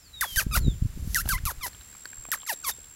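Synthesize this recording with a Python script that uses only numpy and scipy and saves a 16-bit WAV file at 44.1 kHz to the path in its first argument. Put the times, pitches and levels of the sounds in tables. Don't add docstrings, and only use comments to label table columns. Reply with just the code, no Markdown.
import sys
import numpy as np
from scipy import signal
from scipy.fft import rfft, irfft, next_fast_len
from scipy.io import wavfile
from scipy.ndimage import uniform_filter1d, map_coordinates

SR = 44100
rng = np.random.default_rng(int(sys.argv[2]) if len(sys.argv) > 2 else 0)


def wav_out(sig):
    wavfile.write(sys.argv[1], SR, np.round(np.clip(np.atleast_2d(sig).T, -1, 1) * 32767).astype(np.int16))


def natural_amplitude(level_db):
    exponent = np.asarray(level_db, float) / 20
    return 10 ** exponent


N = 130095

# time in seconds, pitch in Hz, buzz level in dB, #
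# dulling of the upper partials in dB per octave, level of the leaking air in dB.
FIRST_CHIPS = [
    [(.211, 2190, -30, -4, -20), (.219, 1751, -26.5, 5, -30.5), (.236, 1091, -28.5, 18, -28.5),
     (.25, 774, -33.5, 18, -37), (.264, 488, -48.5, 14, -45)],
    [(.361, 2000, -32, -7, -32), (.379, 1520, -27.5, -5, -26.5), (.393, 1616, -20.5, 7, -27),
     (.399, 1303, -27, -3, -30), (.409, 1265, -34, 11, -28.5), (.42, 808, -35.5, 32, -36),
     (.432, 435, -58, 11, -36)],
    [(.512, 1240, -40, 5, -62), (.52, 1311, -40, 1, -54), (.545, 1160, -30, -4.5, -32),
     (.561, 1532, -24, 28.5, -23.5), (.573, 1016, -34, 18, -27.5), (.592, 584, -57, -3, -38.5)],
]
SECOND_CHIPS = [
    [(1.147, 2110, -32.5, 0.41, -51), (1.158, 1868, -23, 2, -24), (1.168, 1574, -27, 2.3, -26.5),
     (1.187, 1303, -30.5, 0, -31), (1.203, 1410, -34, 0, -32), (1.219, 2060, -38, 1.8, -33.5)],
    [(1.291, 1750, -33, 4, -23), (1.303, 1525, -30.5, 13, -30), (1.311, 1585, -26.5, -5.5, -30),
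     (1.337, 1073, -31.5, 1.5, -33.5), (1.355, 984, -32.5, 18, -34), (1.376, 1095, -43.5, 7, -57),
     (1.391, 1960, -39.5, 3, -58)],
    [(1.455, 1458, -42, 0.75, -29.5), (1.473, 1203, -31.5, 0.67, -33), (1.483, 1101, -33.5, 21, -31.5),
     (1.501, 873, -36.5, 30, -34), (1.52, 441, -46.5, 28, -39.5)],
    [(1.609, 1288, -46.5, 6.2, -74), (1.625, 1144, -42.5, 6, -50), (1.64, 1020, -33, 2.9, -34),
     (1.66, 969, -36, 33, -35), (1.668, 699, -42, 22, -33), (1.685, 455, -58, 9.1, -41.5)],
]
THIRD_CHIPS = [
    [(2.319, 1980, -27.5, 2.3, -34), (2.331, 1434, -30.5, 17, -24.5), (2.343, 950, -29.5, 14.5, -31.5),
     (2.362, 468, -50, 17, -44)],
    [(2.464, 2334, -43, -4, -55), (2.473, 1406, -42, -8.5, -55), (2.485, 1150, -42.5, -4, -43),
     (2.497, 949, -27.5, 2, -30.5), (2.514, 825, -32, 11, -34.5), (2.527, 635, -40, 41, -29.5),
     (2.54, 456, -50, 25, -40.5)],
    [(2.634, 1583, -47.5, 2.5, -68), (2.65, 1167, -37, 0.67, -47), (2.666, 1072, -39, 5.1, -31.5),
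     (2.68, 1087, -32.5, 19, -27.5), (2.696, 902, -36, 14, -27.5), (2.715, 457, -53.5, 8.6, -37.5)],
]
# time in seconds, half-pitch lines in dB.
BREAKS = [
    (.25, -11),
    (0.395, -6.5),
    (.555, -10.5),
    (1.23, -20),
    (1.399, -20),
    (1.5, -19),
    (1.659, -5.5),
    (2.345, -13),
    (2.525, -12),
    (2.685, -8.5),
]
# time in seconds, peak level in dB.
SNAPS = [
    (0.2096, -16),
    (0.3601, -14),
    (1.1458, -10),
    (1.289, -12),
    (1.4536, -15),
    (2.317, -10),
]
# time in seconds, level in dB.
SEEPING_AIR = [
    [(.26, -44.5), (.36, -40.5)],
    [(.98, -63.5), (1.145, -43)],
    [(1.22, -61), (1.29, -41)],
]
# frequency in Hz, gain in dB.
CAVITY = [(450, 5), (1000, 0), (1700, 8), (3000, -8), (4300, -1), (6300, -4), (8500, -13), (11500, -8)]
# frequency in Hz, level in dB per Hz.
HISS = [(400, -18.5), (2900, -10.5), (3900, -6.5), (6300, -2.5), (8500, -8), (12100, 1), (13700, -9),
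        (15500, -9.5)]
# frequency in Hz, gain in dB.
TIGHT_SLIT = [(6500, -6), (9000, 0)]
# time in seconds, pitch in Hz, level in dB.
WHISTLES = [
    [(0, 5800, -68), (.07, 4400, -57.5), (.125, 4005, -72), (.142, 3900, -45), (.3, 3210, -44),
     (.365, 3020, -42.5), (.378, 2950, -62)],
    [(.6, 4550, -59), (.632, 4130, -55), (.641, 4000, -53), (.652, 3880, -44.5), (.704, 3587, -47),
     (.735, 3300, -59), (.752, 2880, -67)],
    [(2.528, 4200, -45), (2.538, 3700, -44), (2.547, 3600, -74)],
    [(2.714, 3800, -47), (2.722, 3650, -43.5), (2.73, 3580, -58)],
    [(2.76, 1460, -78), (2.95, 1620, -74)],
]
# time in seconds, peak level in dB, ring in Hz, second ring in Hz.
TICKS = [(1.256, -34.5, 720, 2950), (1.26, -36, 1480, 4160), (1.276, -33.5, 810, 1570),
         (1.731, -43, 4220, 1800), (1.747, -43, 3260, 1490), (1.811, -42.5, 3930, 1450),
         (1.928, -48, 1500, 4060), (1.95, -42.5, 1250, 2170), (2.055, -29, 1555, 4300),
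         (2.131, -39, 1615, 2400), (2.175, -48.5, 1090, 1820), (2.252, -36.5, 1140, 2580),
         (2.287, -37.5, 620, 293), (2.376, -45, 1490, 3870), (2.403, -43, 3200, 3540),
         (2.418, -41.5, 3340, 3930), (2.432, -39.5, 1100, 3100), (2.785, -47, 540, 500),
         (2.842, -48, 3370, 5470)]
# time in seconds, level in dB.
WIND = [(0, -64), (.13, -52.5), (.3, -55), (.42, -38), (.6, -27), (.72, -28), (.78, -36), (.93, -40.5),
        (.98, -33.5), (1.35, -34.5), (1.55, -46), (1.78, -55), (2.1, -65.5), (2.2, -51.5), (2.45, -69.5),
        (2.65, -58.5), (2.95, -61)]
# frequency in Hz, level in dB per Hz.
RUMBLE = [(12, -26), (30, 1), (60, 3.5), (134, -7.5), (290, -27), (700, -41.5), (1200, -100)]
# time in seconds, peak level in dB, length in seconds,
# lean without unit (-1 suck, 0 suck then push, 1 push).
SLAPS = [(.3755, -20.5, 0.0045, -0.63), (.4674, -16, 0.0021, 0.61), (.571, -21, 0.002, 0.85),
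         (.579, -17, 0.0031, -1.1), (.6095, -31, 0.0038, -0.36), (.6455, -21, .0017, -0.91),
         (.6528, -21.5, 0.0027, 0.11), (.6665, -16, 0.0024, -0.42), (.674, -21.5, 0.0015, -0.24),
         (.6822, -10.5, 0.0021, -0.015), (.6945, -25.5, 0.007, -1.34), (.8245, -14.5, 0.003, 0.1),
         (.8506, -15.5, 0.0033, 1), (.8567, -18, .003, 0), (.8648, -19, 0.0037, -0.74),
         (.976, -21.5, 0.0021, -0.82), (1.0265, -22.5, 0.0033, .5), (1.0766, -22.5, .0025, -0.36),
         (1.2585, -27.5, 0.0013, -0.58), (1.334, -21.5, 0.0036, -0.11), (1.362, -25, 0.005, -0.25),
         (1.438, -25, 0.0037, -0.057), (1.463, -21.5, 0.0035, -0.76), (1.586, -33, 0.0071, -0.12),
         (2.19, -40.5, 0.0062, 0.15)]
# time in seconds, pitch in Hz, level in dB.
CRICKET = [
    (.45, 7480, -65),
    (.65, 7220, -51.5),
    (.9, 7450, -63.5),
    (1.4, 7520, -63),
    (1.75, 7560, -53.5),
    (2.2, 7525, -45),
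    (2.6, 7500, -46),
    (2.95, 7530, -50.5),
]
# frequency in Hz, level in dB.
CHORUS = [(6600, -12), (7350, 22), (8200, -53)]
# frequency in Hz, level in dB per Hz.
HUSH = [(200, -20), (330, -24.5), (620, -29), (1600, -25), (3000, -28), (5400, -28.5), (9000, -30),
        (16000, -31)]
# time in seconds, level in dB.
AIR = [(0, -59), (.2, -55), (1.6, -52.5), (2.95, -56)]


def unit(x):
    return x / np.sqrt(np.mean(x ** 2) + 1e-20)


def along(points, hz):
    f, v = np.transpose(points)
    return np.interp(np.log(hz + 1), np.log(f + 1), v)


def curves(rows):
    s, *cols = np.transpose(rows)
    t = np.arange(N) / SR
    gate = np.clip(np.minimum(t - s[0], s[-1] - t) / 0.00047, 0, 1)
    return [np.interp(t, s, c) for c in cols] + [gate]


def wobble(rate):
    points = rng.standard_normal(int(N * rate / SR) + 4)
    return map_coordinates(points, [np.arange(N) * rate / SR])


def coloured(x, spectrum):
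    m = next_fast_len(N + 8192)
    gain = natural_amplitude(along(spectrum, np.fft.rfftfreq(m, 1 / SR)))
    return irfft(rfft(x, m) * gain, m)[:N]


def place(events, shape):
    out = np.zeros(N + SR)
    for row in events:
        v = shape(*row[1:])
        out[round(row[0] * SR):][:len(v)] += v
    return out[:N]


def snap(db):
    t = np.arange(200) / SR
    rise_s = .0003
    signs = np.sign(rng.standard_normal(len(t)))
    return natural_amplitude(db - 4) * signs * t / rise_s * np.exp(1 - t / rise_s)


def chips():
    jitter, ragged, break_s = .0015, 15, .008
    tail_s, glide_s, fade_s = .008, .007, .011
    buzz = np.zeros(N)
    k = np.arange(1, 33)[:, None] / 2
    hiss = rng.standard_normal(N)
    slip, shimmer, sputter = wobble(500), wobble(400), wobble(250)
    fray = 1.5 * np.array([wobble(45) for _ in k])
    puffs = sum(gate * natural_amplitude(db) for db, gate in map(curves, SEEPING_AIR))
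    loose = np.ones(N)
    for call, (broken_at, half_db) in zip(FIRST_CHIPS + SECOND_CHIPS + THIRD_CHIPS, BREAKS):
        on = slice(round(call[0][0] * SR), round((call[-1][0] + tail_s) * SR))
        hz, buzz_db, dull_db, hiss_db, gate = [c[on] for c in curves(call)]
        hz = uniform_filter1d(hz, size=round(glide_s * SR), mode="nearest")
        broken = np.clip((np.arange(N)[on] / SR - broken_at) / break_s, 0, 1)
        loose[on] = broken
        turn = 2 * np.pi * np.cumsum(hz * (1 + jitter * slip[on] * (1 + ragged * broken))) / SR

        dulling = dull_db * np.log2(1 + k * hz / 3000)
        gains = natural_amplitude(along(CAVITY, k * hz) - dulling + (2 + broken) * fray[:, on])
        gains = gains / (1 + (k * hz / 13200) ** 20)
        gains = gains / np.sqrt((gains[1:6:2] ** 2).sum(0) / 2)
        gains[::2] = broken * natural_amplitude(half_db) * gains[1::2]
        partials = (gains * np.cos(k * turn + 0.34 * k ** 2)).sum(0)
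        buzz[on] += gate * natural_amplitude(buzz_db + .3 * (5 + 12.4 * broken) * shimmer[on]) * partials

        flow = np.clip(np.arange(len(hz))[::-1] / (fade_s * SR), 0, 1)
        puff = flow * natural_amplitude(hiss_db + 1.2 * sputter[on]) * (1 + 0.58 * np.cos(turn))
        puffs[on] = np.maximum(puffs[on], puff)
    leak = puffs * (loose * hiss + (1 - loose) * coloured(hiss, TIGHT_SLIT))
    return buzz + coloured(leak + place(SNAPS, snap), HISS) / np.std(coloured(hiss, HISS))


def finch():
    out = np.zeros(N)
    for note in WHISTLES:
        hz, db, gate = curves(note)
        flutter = 1.5 * wobble(58.2)
        out += gate * natural_amplitude(db + 4 + flutter) * np.sin(2 * np.pi * np.cumsum(hz) / SR)
    return out


def claws():
    t = np.arange(2000) / SR
    rise_s, t60_s = .0012, .011
    shape = natural_amplitude(10 - 60 * t / t60_s) * (1 - np.exp(-t / rise_s))

    def ring(hz):
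        blur = .9 * np.cumsum(rng.standard_normal(len(t))) / np.sqrt(rise_s * SR)
        return np.sin(2 * np.pi * hz * t + blur)

    def tick(db, hz, hz2):
        crack = .3 * rng.standard_normal(len(t))
        return natural_amplitude(db) * shape * (ring(hz) + 0.59 * ring(hz2) + crack)

    return place(TICKS, tick)


def wind():
    db, _ = curves(WIND)
    lumps = natural_amplitude(2 * wobble(29.72))
    rumble = unit(coloured(lumps * rng.standard_normal(N), RUMBLE))
    t = np.arange(-1000, 1000) / SR

    def slap(db, s, lean):
        both_ways = 3 * t / s * np.cos(lean * np.pi / 2)
        one_way = np.sin(lean * np.pi / 2)
        return natural_amplitude(db) * (both_ways + one_way) / (1 + (t / s) ** 2) ** 2

    return natural_amplitude(db) * rumble + np.roll(place(SLAPS, slap), -len(t) // 2)


def crickets():
    hz, db, _ = curves(CRICKET)
    strokes = 74.18 * np.arange(N) / SR - .05
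    pulse = (.5 + .5 * np.cos(2 * np.pi * strokes)) ** .9
    tone = np.sin(2 * np.pi * np.cumsum(hz + 25 * wobble(150)) / SR)
    far = unit(coloured(rng.standard_normal(N), CHORUS)) * natural_amplitude(-62.5 + 0.28 * wobble(8.1))
    return unit(pulse * tone) * natural_amplitude(db + 0.91 * wobble(70)) + far


def hush():
    db, _ = curves(AIR)
    return natural_amplitude(db + 0.33 * wobble(3.9)) * unit(coloured(rng.standard_normal(N), HUSH))


def echoes(x):
    t = np.arange(SR // 4) / SR
    tail = rng.standard_normal(len(t)) * natural_amplitude(-60 * t / 0.21)
    return natural_amplitude(-22) * signal.fftconvolve(x, tail / np.linalg.norm(tail))[:N]


def scene():
    near = chips() + claws()
    far = finch()
    answer = echoes(near + natural_amplitude(9) * far)
    return (near + far + answer + wind() + crickets() + hush())[None]


def band_limit(x):
    return signal.sosfilt(signal.butter(12, 16980, fs=SR, output="sos"), x)


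def record(dry):
    top_hz = 16000
    limit = [(top_hz - 200, 0), (top_hz, -25), (top_hz + 900, -30), (top_hz + 1000, -120)]
    kept = coloured(dry[0], limit)
    return band_limit(kept[None])


dry = scene()
out = record(dry)
wav_out(out)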